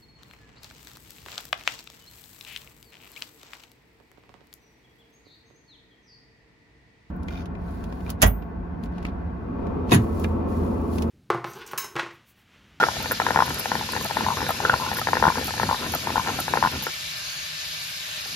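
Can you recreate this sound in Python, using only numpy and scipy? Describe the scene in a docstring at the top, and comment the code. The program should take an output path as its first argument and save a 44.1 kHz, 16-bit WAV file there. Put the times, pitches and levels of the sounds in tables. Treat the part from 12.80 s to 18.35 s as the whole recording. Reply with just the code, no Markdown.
"""A stone roller is pushed to and fro over wet spices on a grooved stone slab in a home kitchen.
It rumbles (shaped noise), crunches grains (random clicks ringing the stone) and knocks over the grooves
(short bursts of the stone's tones); now and then it sings roughly. Bangles clink as bright ringing tones.
A pan sizzles further off: thousands of clicks a second, merged to a hiss. Two close microphone ports hear it."""
import sys
import numpy as np
from scipy import signal
from scipy.fft import rfft, irfft
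from scipy.io import wavfile

SR = 44100
rng = np.random.default_rng(int(sys.argv[2]) if len(sys.argv) > 2 else 0)


def master(y):
    """Save y as 16-bit WAV."""
    cut = np.clip(np.atleast_2d(y).T, -1, 1)
    pcm = np.round(cut * 32767)  # scale
    wavfile.write(sys.argv[1], SR, pcm.astype(np.int16))


N = 244755  # length in samples

# Passes of the roller, push and pull in turn, each ending where the next starts; levels when fastest:
# start t/s, slab rumble level/dB, roller grind level/dB, grain crunch level/dB
PASSES = [(-.1, -42, -34, -34), (0.142, -35.5, -48, -37.5), (.37, -34, -41.5, -33.5),
          (0.653, -35, -43, -33), (.83, -36.5, -43, -35), (1.08, -36.5, -41, -37),
          (1.29, -33.5, -39.5, -33.5), (1.56, -33.5, -41, -34), (1.74, -34.5, -39.5, -31),
          (1.98, -36, -52, -35.5), (2.24, -33.5, -38, -37), (2.53, -36, -39, -39), (2.72, -33, -43, -36),
          (2.98, -36, -40.5, -34.5), (3.19, -33.5, -42, -36), (3.44, -36, -41, -34.5),
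          (3.64, -34.5, -42.5, -37.5), (3.91, -35.5, -41, -38), (4.035, -90, -90, -90),
          (5.44, -50, -63, -54)]
# Ringing tones (modes) of the stone; their times are scaled by each kind of contact:
# f/Hz, rise t/s, decay t/s, left over right level/dB, level in the crunch/dB
STONE = [(207, 0.004, 0.0019, -1, -6), (478, 0.0028, 0.0045, 4, 0), (920, .0036, .0028, 6.5, 0),
         (1410, 0.0062, 0.0046, -1.5, 0), (1760, 0.003, 0.0022, 6, -3), (2323, 0.0028, 0.0016, 1, -11),
         (3340, 0.003, 0.003, 0, -40)]


def from_db(db):
    """Turns a level in dB into a gain."""
    return 10 ** (np.asarray(db) / 20)


def rms_one(x):
    """Scales a sound to an rms strength of 1."""
    return x / np.sqrt(np.mean(x ** 2) + 1e-20)


def in_time(rows):
    """Reads the columns of a time table at every sample."""
    s, *columns = np.transpose(rows)
    return [np.interp(np.arange(N) / SR, s, column) for column in columns]


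def at_hz(points, hz):
    """Reads a spectrum table along a logarithmic pitch axis."""
    table_hz, values = np.array(points)[:, 0], np.array(points)[:, 1]
    return np.interp(np.log(hz + 1), np.log(table_hz), values)


def drift(rate_hz):
    """Smoothed noise that wanders slowly about zero with an rms of 1."""
    step = 40  # one value per 40 samples, joined by straight lines
    r = np.exp(-2 * np.pi * rate_hz * step / SR)
    noise = rng.standard_normal(N // step + 2002)
    slow = signal.lfilter([1], [1, -2 * r, r * r], noise)[2000:]
    return np.interp(np.arange(N) / step, np.arange(len(slow)), rms_one(slow))


def sparse(per_s, spread_db):
    """Clicks at random moments, of uneven size and either sign."""
    sizes = from_db(spread_db * np.minimum(rng.exponential(1, N), 4))
    sizes = sizes * rng.choice([-1, 1], N)
    return sizes * (rng.random(N) < per_s / SR)


def side_gains(left_over_right_db):
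    """Gains of left and right for a level difference between them."""
    return from_db([[left_over_right_db / 2], [-left_over_right_db / 2]])


def ports(shared, left_own, right_own):
    """Spectra at two ports that share part of a sound; in the treble the right port gets that part early."""
    # Likeness of the ports: f/Hz, left-right correlation (1 alike, 0 unrelated, -1 opposite)
    likeness_table = [(60, 1), (200, 0.87), (500, 0.72), (800, 0.17), (1200, -0.26), (2700, 0.28),
                      (5700, 0.23), (7200, 0.81), (8300, 1), (9800, 1), (11500, 0.95), (12600, .99),
                      (14000, 1), (15500, 1)]
    lead_s, lead_from_hz = .000135, 4600
    hz = np.fft.rfftfreq(N, 1 / SR)
    alike = np.clip(at_hz(likeness_table, hz), -1, 1)
    early = np.exp(2j * np.pi * lead_s * np.maximum(hz - lead_from_hz, 0))
    common = np.sqrt(abs(alike)) * rfft(shared)
    own = np.sqrt(1 - abs(alike))
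    left = common + own * rfft(left_own)
    right = np.sign(alike) * early * common + own * rfft(right_own)
    return np.array([left, right]), hz


def passes():
    """Levels of rumble, grind and crunch follow the roller's speed and die away when it rests."""
    # The roller tips over with a short scrape at the end of a pull: t/s, grind level/dB, crunch level/dB
    tip_table = [(0.321, -40, -30), (.8, -53, -38), (1.255, -45, -38), (1.7, -54, -35), (2.171, -39, -33),
                 (2.688, -47, -37), (3.149, -41, -32.5), (3.593, -40, -36), (4.076, -49, -36.5)]
    last_stop_s = 5.7  # end of the last, light pass
    # Share of the pass at which rumble, grind and crunch are strongest, then their loss at the turns
    fastest_push, fastest_pull = [0.7, 0.39, 0.54], [0.47, 0.31, 0.22]
    slow_db = [-7, -33, -9.5]
    run_out_db_per_s, tip_s = 400, 0.014  # fastest fall of a level; half length of a tip

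    t, rows = np.arange(N) / SR, np.array(PASSES)
    starts = np.append(rows[:, 0], last_stop_s)
    k = np.searchsorted(starts, t, "right") - 1
    along = (t - starts[k]) / np.diff(starts)[k]
    fastest = np.where(k % 2, np.c_[fastest_pull], np.c_[fastest_push])
    fastest = np.clip(fastest, .1, .9)
    # half a sine wave, bent so that its top lies at the fastest point
    force = np.sin(np.pi * along ** (np.log(.5) / np.log(fastest)))
    levels = rows[k, 1:].T + np.c_[slow_db] * (1 - force)
    run_out = run_out_db_per_s * t
    levels = np.maximum.accumulate(levels + run_out, axis=1) - run_out
    power = from_db(levels) ** 2
    for s, *tip_db in tip_table:
        power[1:] += np.outer(from_db(tip_db) ** 2, np.exp(-((t - s) / tip_s) ** 2))
    return 10 * np.log10(power)


def rumble(slab_db, grind_db):
    """The slab shakes on the floor under the rolling load; above it the roller grinds in lumps."""
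    # Shape of the shaking spectrum, before the overall level: f/Hz, level per Hz/dB
    rumble_table = [(25, -40), (45, -10.5), (80, 2), (110, -2.5), (150, 0.5), (185, -4), (225, 2.5),
                    (310, -1.5), (420, -9.5), (600, -77)]
    grind_from_hz = 231
    hz = np.fft.rfftfreq(N, 1 / SR)
    shake = rfft(rng.standard_normal((2, N))) * from_db(at_hz(rumble_table, hz))
    # the close ports differ only by the slope of the wave
    slope = 1j * (hz / 640.0) ** 1.56 * shake[1]
    both = shake[0] + slope * [[1], [-1]]
    upper = 1 / (1 + (grind_from_hz / (hz + 1)) ** 6)
    slab = rms_one(irfft(both * (1 - upper), N)) * from_db(slab_db + 1.0 * drift(21.0))
    grind = rms_one(irfft(both * upper, N)) * from_db(grind_db + 4.8 * drift(53))
    return slab + grind


def burst(hz, rise, decay):
    """A soft stone contact: one tone swells smoothly, then dies; its envelope peaks at 1."""
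    t = np.arange(900) / SR
    fade_out = np.cos(np.pi / 2 * t / t[-1])
    shape = (1 - np.exp(-(t / rise) ** 2)) * np.exp(-t / decay) * fade_out
    return -np.sin(2 * np.pi * hz * t) * shape / shape.max()


def crunch(level_db):
    """Grains crack under the roller in clumps and ring the stone's modes, all but the lowest."""
    out = 0
    cracks_per_s = 1200.0 * from_db(3.0 * drift(25))
    for hz, rise, decay, side_db, mode_db in STONE[1:]:
        cracks = sparse(cracks_per_s, spread_db=3.0)
        ring = signal.fftconvolve(cracks, burst(hz, 0.36 * rise, 0.27 * decay))[:N]
        out = out + from_db(mode_db) * side_gains(side_db) * rms_one(ring)
    return from_db(level_db) * rms_one(out)


def knocks(light_knocks):
    """Each ridge excites all modes; where the roller lands decides their balance and the low pitch."""
    # The roller knocks on a ridge:
    # t/s, low ring level/dB, low ring f/Hz, middle ring level/dB, high ring level/dB
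    ridge_knocks = [(0, -18.5, 845, -16, -38), (.0035, -29, 910, -20, -24), (.0085, -38, 920, -15, -34),
                    (.021, -40, 920, -17, -26), (.028, -20, 920, -10.5, -15.5), (.0325, -30, 900, -23, -26),
                    (.0358, -13, 910, -6.5, -15), (.0465, -39, 875, -19, -43),
                    (.0847, -13, 900, -20.5, -29), (.202, -26, 860, -44, -45), (.242, -34, 900, -28, -33),
                    (.2568, -24, 910, -37, -25.5), (.3095, -26, 1016, -20, -19.5),
                    (.3172, -34, 925, -24, -23), (.324, -42, 1020, -30, -31),
                    (.399, -11.5, 930, -20.5, -16), (.416, -18.5, 780, -22, -23),
                    (.4648, -11.5, 940, -23, -15), (.4845, -28, 844, -24, -25), (.505, -13, 910, -22, -17),
                    (.5588, -7.5, 910, -16, -17), (.572, -13, 870, -16, -18), (.589, -7, 930, -35, -17),
                    (.6023, -8, 980, -14, -19), (.6215, -6, 955, -23, -19), (.6777, -25, 920, -29, -28),
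                    (.7039, -25, 940, -29, -25), (.8557, -17.5, 820, -29, -23.5),
                    (.9159, -13, 910, -23.5, -20), (.952, -16.5, 910, -30, -21),
                    (1.0101, -20, 900, -47, -31), (1.025, -28, 860, -45, -45),
                    (1.1325, -23.5, 985, -27, -26), (1.151, -35, 860, -32, -25.5),
                    (1.163, -18.5, 910, -35, -23.5), (1.173, -28, 800, -39, -26),
                    (1.2495, -24.5, 760, -35, -37), (1.2585, -25, 680, -34, -51),
                    (1.3083, -18, 846, -29, -25), (1.3685, -11.5, 910, -25, -19),
                    (1.4066, -16.5, 910, -27, -26), (1.4635, -13, 934, -32, -34),
                    (1.4845, -11.5, 925, -27, -46), (1.503, -16, 1010, -37, -45),
                    (1.518, -21, 990, -36, -50), (1.582, -34, 930, -36, -48), (1.6036, -22, 860, -33, -25),
                    (1.6159, -18, 950, -39, -30), (1.626, -28, 880, -37, -27), (1.664, -30, 940, -30, -24),
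                    (1.6905, -15.5, 790, -26, -23), (1.7028, -16.5, 680, -21.5, -47),
                    (1.8017, -18, 850, -36, -28), (1.8375, -29, 840, -42, -47),
                    (1.849, -18, 990, -10.5, -17), (1.8535, -28, 940, -15, -31),
                    (1.895, -13, 910, -5.5, -15.5), (1.9314, -16, 810, -23, -39),
                    (1.9381, -9.5, 974, -16.5, -19.5), (1.998, -21.5, 940, -44, -47),
                    (2.008, -25, 970, -44, -53), (2.0197, -21, 1030, -40, -51),
                    (2.0343, -27, 960, -47, -53), (2.045, -26, 950, -45, -52), (2.0622, -21, 900, -27, -51),
                    (2.086, -39, 1020, -26, -42), (2.1141, -18.5, 840, -33, -24),
                    (2.129, -28, 830, -38, -28), (2.167, -37, 910, -26, -26),
                    (2.2135, -23, 754, -21.5, -26), (2.2701, -15, 925, -28, -17),
                    (2.285, -16.5, 814, -24, -20), (2.3312, -8, 950, -23, -16.5),
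                    (2.3523, -24, 840, -28, -19), (2.368, -15, 920, -23, -18.5),
                    (2.4244, -7.5, 930, -18, -15.5), (2.4382, -9.5, 910, -13.5, -19),
                    (2.452, -7, 940, -21, -17), (2.4667, -7.5, 950, -14.5, -32),
                    (2.4779, -6.5, 956, -29, -27), (2.4836, -20, 965, -17.5, -18),
                    (2.5006, -10.5, 980, -31, -26), (2.5195, -26, 940, -29, -32),
                    (2.5544, -22, 955, -30, -33), (2.572, -29, 780, -39, -24), (2.5807, -19, 910, -30, -36),
                    (2.591, -35, 805, -34, -29), (2.679, -26, 800, -31, -35), (2.688, -30, 750, -28, -36),
                    (2.7376, -23.5, 845, -40, -30), (2.7971, -13.5, 910, -25, -21),
                    (2.8139, -35, 860, -27, -26), (2.8308, -13, 910, -26, -16.5),
                    (2.8895, -13, 930, -41, -30), (2.8958, -17, 955, -24, -29),
                    (2.9103, -10.5, 945, -29, -29), (2.9266, -14, 960, -44, -38),
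                    (2.943, -19, 960, -32, -50), (3.0206, -28, 980, -45, -42), (3.0414, -30, 950, -39, -36),
                    (3.062, -33, 995, -39, -31), (3.137, -18.5, 810, -25, -30),
                    (3.1505, -21, 680, -25.5, -43), (3.2705, -15.5, 910, -30, -26),
                    (3.3022, -19.5, 885, -32, -27), (3.3562, -11.5, 910, -25, -45),
                    (3.3654, -19.5, 875, -20, -26), (3.3783, -11.5, 940, -37, -26),
                    (3.3949, -16, 980, -27, -43), (3.4715, -19, 950, -28, -25),
                    (3.4894, -21.5, 830, -25, -40), (3.5011, -22, 950, -45, -32),
                    (3.5871, -20.5, 760, -27, -43), (3.5983, -30, 770, -26, -32),
                    (3.6794, -18.5, 875, -30, -23.5), (3.7361, -10, 940, -23, -16),
                    (3.7544, -16, 816, -29, -31), (3.771, -13, 930, -20, -18),
                    (3.8253, -7, 940, -28, -17.5), (3.8365, -13, 970, -16, -23),
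                    (3.8483, -9, 990, -38, -24.5), (3.858, -12, 930, -20, -30),
                    (3.8713, -14, 960, -26, -22), (3.936, -33, 940, -46, -45),
                    (4.0655, -24, 914, -22.5, -23), (5.456, -39, 790, -42, -40)]
    # extra modes, relative to the low, high, high and middle ring in turn
    thud_db, body_db, bite_db, edge_db = -17, -4.5, -10, -14
    bite_spread_db = 4
    middle_follows = .3  # the middle ring's pitch follows the low ring's by this power
    rows = [*ridge_knocks, *light_knocks]
    out = np.zeros((2, N + 900))
    chance = rng.normal(0, 1, (len(rows), 11))
    for (s, low_db, low_hz, middle_db, high_db), luck in zip(rows, chance):
        levels = [low_db + thud_db + 4.5 * luck[0],
                  high_db + body_db + 2 * luck[1],
                  low_db, middle_db, high_db,
                  high_db + bite_db + bite_spread_db * luck[2],
                  middle_db + edge_db + 0.69 * luck[3]]
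        # a lighter blow keeps contact longer; at -41 dB the times are those of the table
        soft = from_db(-.15 * (max(low_db, middle_db) + 41.0))
        detune = 1 + luck[4:] / 60  # the grip of the hands shifts each mode a little
        detune[3] *= (low_hz / STONE[2][0]) ** middle_follows
        i = round(s * SR)
        for k, (hz, rise, decay, side_db, _) in enumerate(STONE):
            ring_hz = low_hz if k == 2 else hz * detune[k]
            ring = burst(ring_hz, rise * soft, decay * soft)
            out[:, i:i + 900] += from_db(levels[k]) * side_gains(side_db) * ring
    return out[:, :N]


def taps(crunch_db, count=45):
    """Light knocks at random moments of the grinding; their strength follows the crunch around them."""
    over_crunch_db, spread_db = 11.5, 4
    middle_over_low_db, high_over_low_db, low_hz = -30, -7, 910
    s = rng.uniform(0, PASSES[-2][0], count)
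    luck = rng.normal(0, 1, (count, 4)).T
    low_db = crunch_db[(s * SR).astype(int)] + over_crunch_db + spread_db * luck[0]
    middle_db = low_db + middle_over_low_db + 5 * luck[2]
    high_db = low_db + high_over_low_db + 5 * luck[3]
    return list(zip(s, low_db, low_hz * (1 + 0.19 * luck[1]), middle_db, high_db))


def rubs():
    """Stick-slip keeps a mode ringing with wavering strength and phase; its pitch sags as the roller slows."""
    # The roller slides on bare stone and one mode sings roughly:
    # start t/s, length t/s, starting f/Hz, level/dB
    rub_table = [(1.461, 0.087, 970, -30), (1.908, 0.03, 1430, -31), (1.994, 0.14, 1020, -36),
                 (2.893, 0.084, 970, -35), (3.357, 0.069, 960, -34)]
    sag_per_s, rough_hz = 0.4, 120  # share of pitch lost per second; rate of the wavering
    out = np.zeros((2, N))
    waver = drift(rough_hz) + 1j * drift(rough_hz)
    for s, length, hz, db in rub_table:
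        t, i = np.arange(int(length * SR)) / SR, round(s * SR)
        cycles = hz * t * (1 - sag_per_s * t / 2)
        tone = np.exp(2j * np.pi * cycles) * waver[i:i + len(t)]
        swell = np.sqrt(np.sin(np.pi * t / length))
        side_db = at_hz([(mode[0], mode[3]) for mode in STONE], hz)
        out[:, i:i + len(t)] += from_db(db) * side_gains(side_db) * tone.real * swell
    return out


def bangles():
    """Each touch is a dry snap into the short bright modes of the rings, strongest near its own centre."""
    # Bangles touching: t/s, strength before the mode levels and chance/dB, centre f/Hz
    clink_table = [(0.2241, -38, 13400), (0.227, -28, 13400), (0.3163, -21, 13600), (0.3185, -19, 13500),
                   (0.3225, -22, 13300), (0.3271, -29.5, 12400), (0.6577, -32, 12300), (0.6648, -32, 12100),
                   (0.6933, -29, 11700), (0.744, -27, 11700), (0.7873, -27, 12400), (0.7935, -26, 11500),
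                   (0.7974, -22, 12500), (0.8015, -27, 11200), (1.1217, -27, 11200), (1.2129, -33.6, 12100),
                   (1.2242, -29, 12200), (1.2404, -30.9, 13500), (1.244, -27, 11900), (1.2491, -34, 12300),
                   (1.2585, -30.4, 12300), (1.262, -33, 11600), (1.687, -26, 12500), (1.6939, -29.6, 13100),
                   (1.7058, -24.5, 12500), (1.7086, -29, 12900), (2.138, -30, 12200), (2.147, -31, 12000),
                   (2.1698, -29, 12800), (2.1745, -28, 13000), (2.18, -25, 13300), (2.1901, -31.1, 12700),
                   (2.1947, -26, 12100), (2.645, -24, 12900), (2.6584, -26.9, 12800), (2.6693, -27, 12900),
                   (2.6814, -32, 11800), (3.1208, -28, 12800), (3.1234, -30.5, 13600), (3.1374, -26, 13500),
                   (3.1406, -35, 13400), (3.147, -38, 12700), (3.149, -21.5, 12800), (3.6, -30, 12100),
                   (3.6026, -25, 12500), (3.606, -25, 12300), (3.6105, -32, 12600), (3.821, -35, 11700),
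                   (3.9157, -33.7, 13200), (4.0237, -26, 13500), (4.0297, -29.9, 13600),
                   (4.0324, -35, 12800), (4.0386, -26, 13600), (4.0594, -31.3, 13600), (4.0618, -33, 12500),
                   (4.1388, -36, 11600)]
    # Modes of the bangles: f/Hz, level/dB, time to fall by 60 dB t/s
    bangle_modes = [(7200, -8.5, 0.005), (8150, -37, 0.002), (9100, 8, 0.0045), (10060, 8, 0.0019),
                    (11130, 1, 0.0051), (11800, -8, 0.0032), (12500, -2.5, 0.0043), (13500, 2, 0.007),
                    (13800, -13, .004), (14450, 7, 0.0057), (14600, -20, 0.003), (16600, -26, 0.003)]
    width_hz = 2900  # a touch favours the modes this near its centre
    after_s, after_db = .004, -3  # two touches, lighter on average, follow within this time
    s, touch_db, centre_hz = np.transpose(clink_table)
    after = s + after_s * rng.uniform(0.12, 1, (len(s), 2)).T
    s = np.append(s, after)
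    touch_db = np.append(touch_db, np.tile(touch_db + after_db, 2))
    centre_hz = np.tile(centre_hz, reps=3)
    sides = np.zeros((3, N))  # shared part, left's own, right's own
    for hz, mode_db, t60 in bangle_modes:
        r, w = from_db(-60 / (t60 * SR)), 2 * np.pi * hz / SR
        hits, luck = np.zeros((3, N)), rng.normal(0, 1, (len(s), 3)).T
        near_db = -6.0 * ((hz - centre_hz) / width_hz) ** 2
        hit_db = touch_db + mode_db + near_db - 4 + 3 * luck
        hits[:, (s * SR).astype(int)] = np.sign(luck) * from_db(hit_db)
        # a resonator turns each click into a dying tone
        sides += signal.lfilter([0, np.sin(w)], [1, -2 * r * np.cos(w), r * r], hits + 1e-18)
    return irfft(ports(*sides)[0], N)


def kitchen(x):
    """Short diffuse tail of floor and walls; long waves reach both ports alike."""
    t60_s, tail_db = 0.1, -10
    t = np.arange(int(.2 * SR)) / SR
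    fade = from_db(-60 * t / t60_s) * (t > .003)
    mid, side = rng.standard_normal((2, len(t))) * fade
    side = signal.sosfilt(signal.butter(2, 600.0, "high", fs=SR, output="sos"), side)
    tail = (mid + side * [[1], [-1]]) / np.sqrt(2 * np.sum(mid ** 2))
    return from_db(tail_db) * signal.fftconvolve(x, tail, axes=1)[:, :N]


def sizzle():
    """Thousands of tiny fat bursts a second merge to a hiss; its bands waver on their own, fine grit joins the top."""
    # Shape of sizzle and kitchen hum, before the overall level: f/Hz, level per Hz/dB
    sizzle_shape = [(30, -20), (60, -6), (125, -6.5), (164, -1), (200, -17.5), (500, -19), (900, -12),
                    (1500, -6.5), (2400, -8.5), (4500, -2.5), (6600, -10), (9000, -11), (13000, -14),
                    (15650, -24.5), (15950, -55)]
    # Resonances of pan and kitchen in the hiss: f/Hz, width f/Hz, left level/dB, right level/dB
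    pan_table = [(620, 45, 10.5, 11.5), (1610, 52, -10, 10), (1760, 46, 14, -4), (2320, 350, 6.5, 6.5),
                 (2770, 500, 5, 6), (3780, 990, 4.5, 1), (4600, 240, 2, -1), (5230, 280, 4.5, 1),
                 (6730, 1070, 3.5, 4.5)]
    # Sizzle below the treble, raised by 3 dB further down: t/s, level/dB
    body_levels = [(0, -36), (5.55, -36)]
    # Fine grit hiss and top of the sizzle, raised by 9 dB further down: t/s, level/dB
    treble_levels = [(0.0, -54.5), (0.6, -53), (1.67, -52.5), (2.1, -52.5), (2.22, -54.5), (2.33, -52.5),
                     (2.94, -51.5), (4.82, -55), (5.07, -53), (5.55, -54)]
    pair, hz = ports(*[rms_one(sparse(9000.0, spread_db=1.5)) for _ in range(3)])
    peaks_db = 0
    for top_hz, width, *sides_db in pan_table:
        peaks_db = peaks_db + np.outer(sides_db, 1 / (1 + (2 * (hz - top_hz) / width) ** 2))
    pair = pair * from_db(at_hz(sizzle_shape, hz) + peaks_db)
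    top = np.clip((hz - 7000) / 2000, 0, 1)
    edges = [0, *np.geomspace(1000, 7000, num=12), SR]
    body = 0
    for low, high in zip(edges, edges[1:]):
        band = irfft(pair * (1 - top) * (hz >= low) * (hz < high), N)
        body = body + band * from_db(1.09 * drift(5.3) + 1.0 * drift(26))
    treble_db = in_time(treble_levels)[0] + 9.0 + 1.0 * drift(20)
    treble = rms_one(irfft(pair * top, N)) * from_db(treble_db)
    return rms_one(body) * from_db(in_time(body_levels)[0] + 3.0) + treble


def scene():
    """Stones, bangles, their room, and the pan."""
    stone_lag_s = .00011  # the stone reaches the right port this much later
    slab_db, grind_db, crunch_db = passes()
    stone = knocks(taps(crunch_db)) + crunch(crunch_db) + rubs()
    # stone on wet paste radiates little treble
    stone = signal.sosfilt(signal.butter(2, 5000, fs=SR, output="sos"), stone)
    rings = bangles()
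    lag = round(stone_lag_s * SR)
    stone = np.array([stone[0], np.pad(stone[1], (lag, 0))[:N]])
    room = kitchen(stone + .5 * rings)  # the walls return little treble
    return stone + rings + room + rumble(slab_db, grind_db) + sizzle()


def record(dry):
    """The microphone loses the deepest bass; the top is cut."""
    cutoff_hz = 16700
    thin = signal.sosfilt(signal.butter(2, 45.0, "high", fs=SR, output="sos"), dry)
    return signal.sosfilt(signal.cheby2(16, 60, cutoff_hz, fs=SR, output="sos"), thin)


dry = scene()
out = record(dry)
master(out)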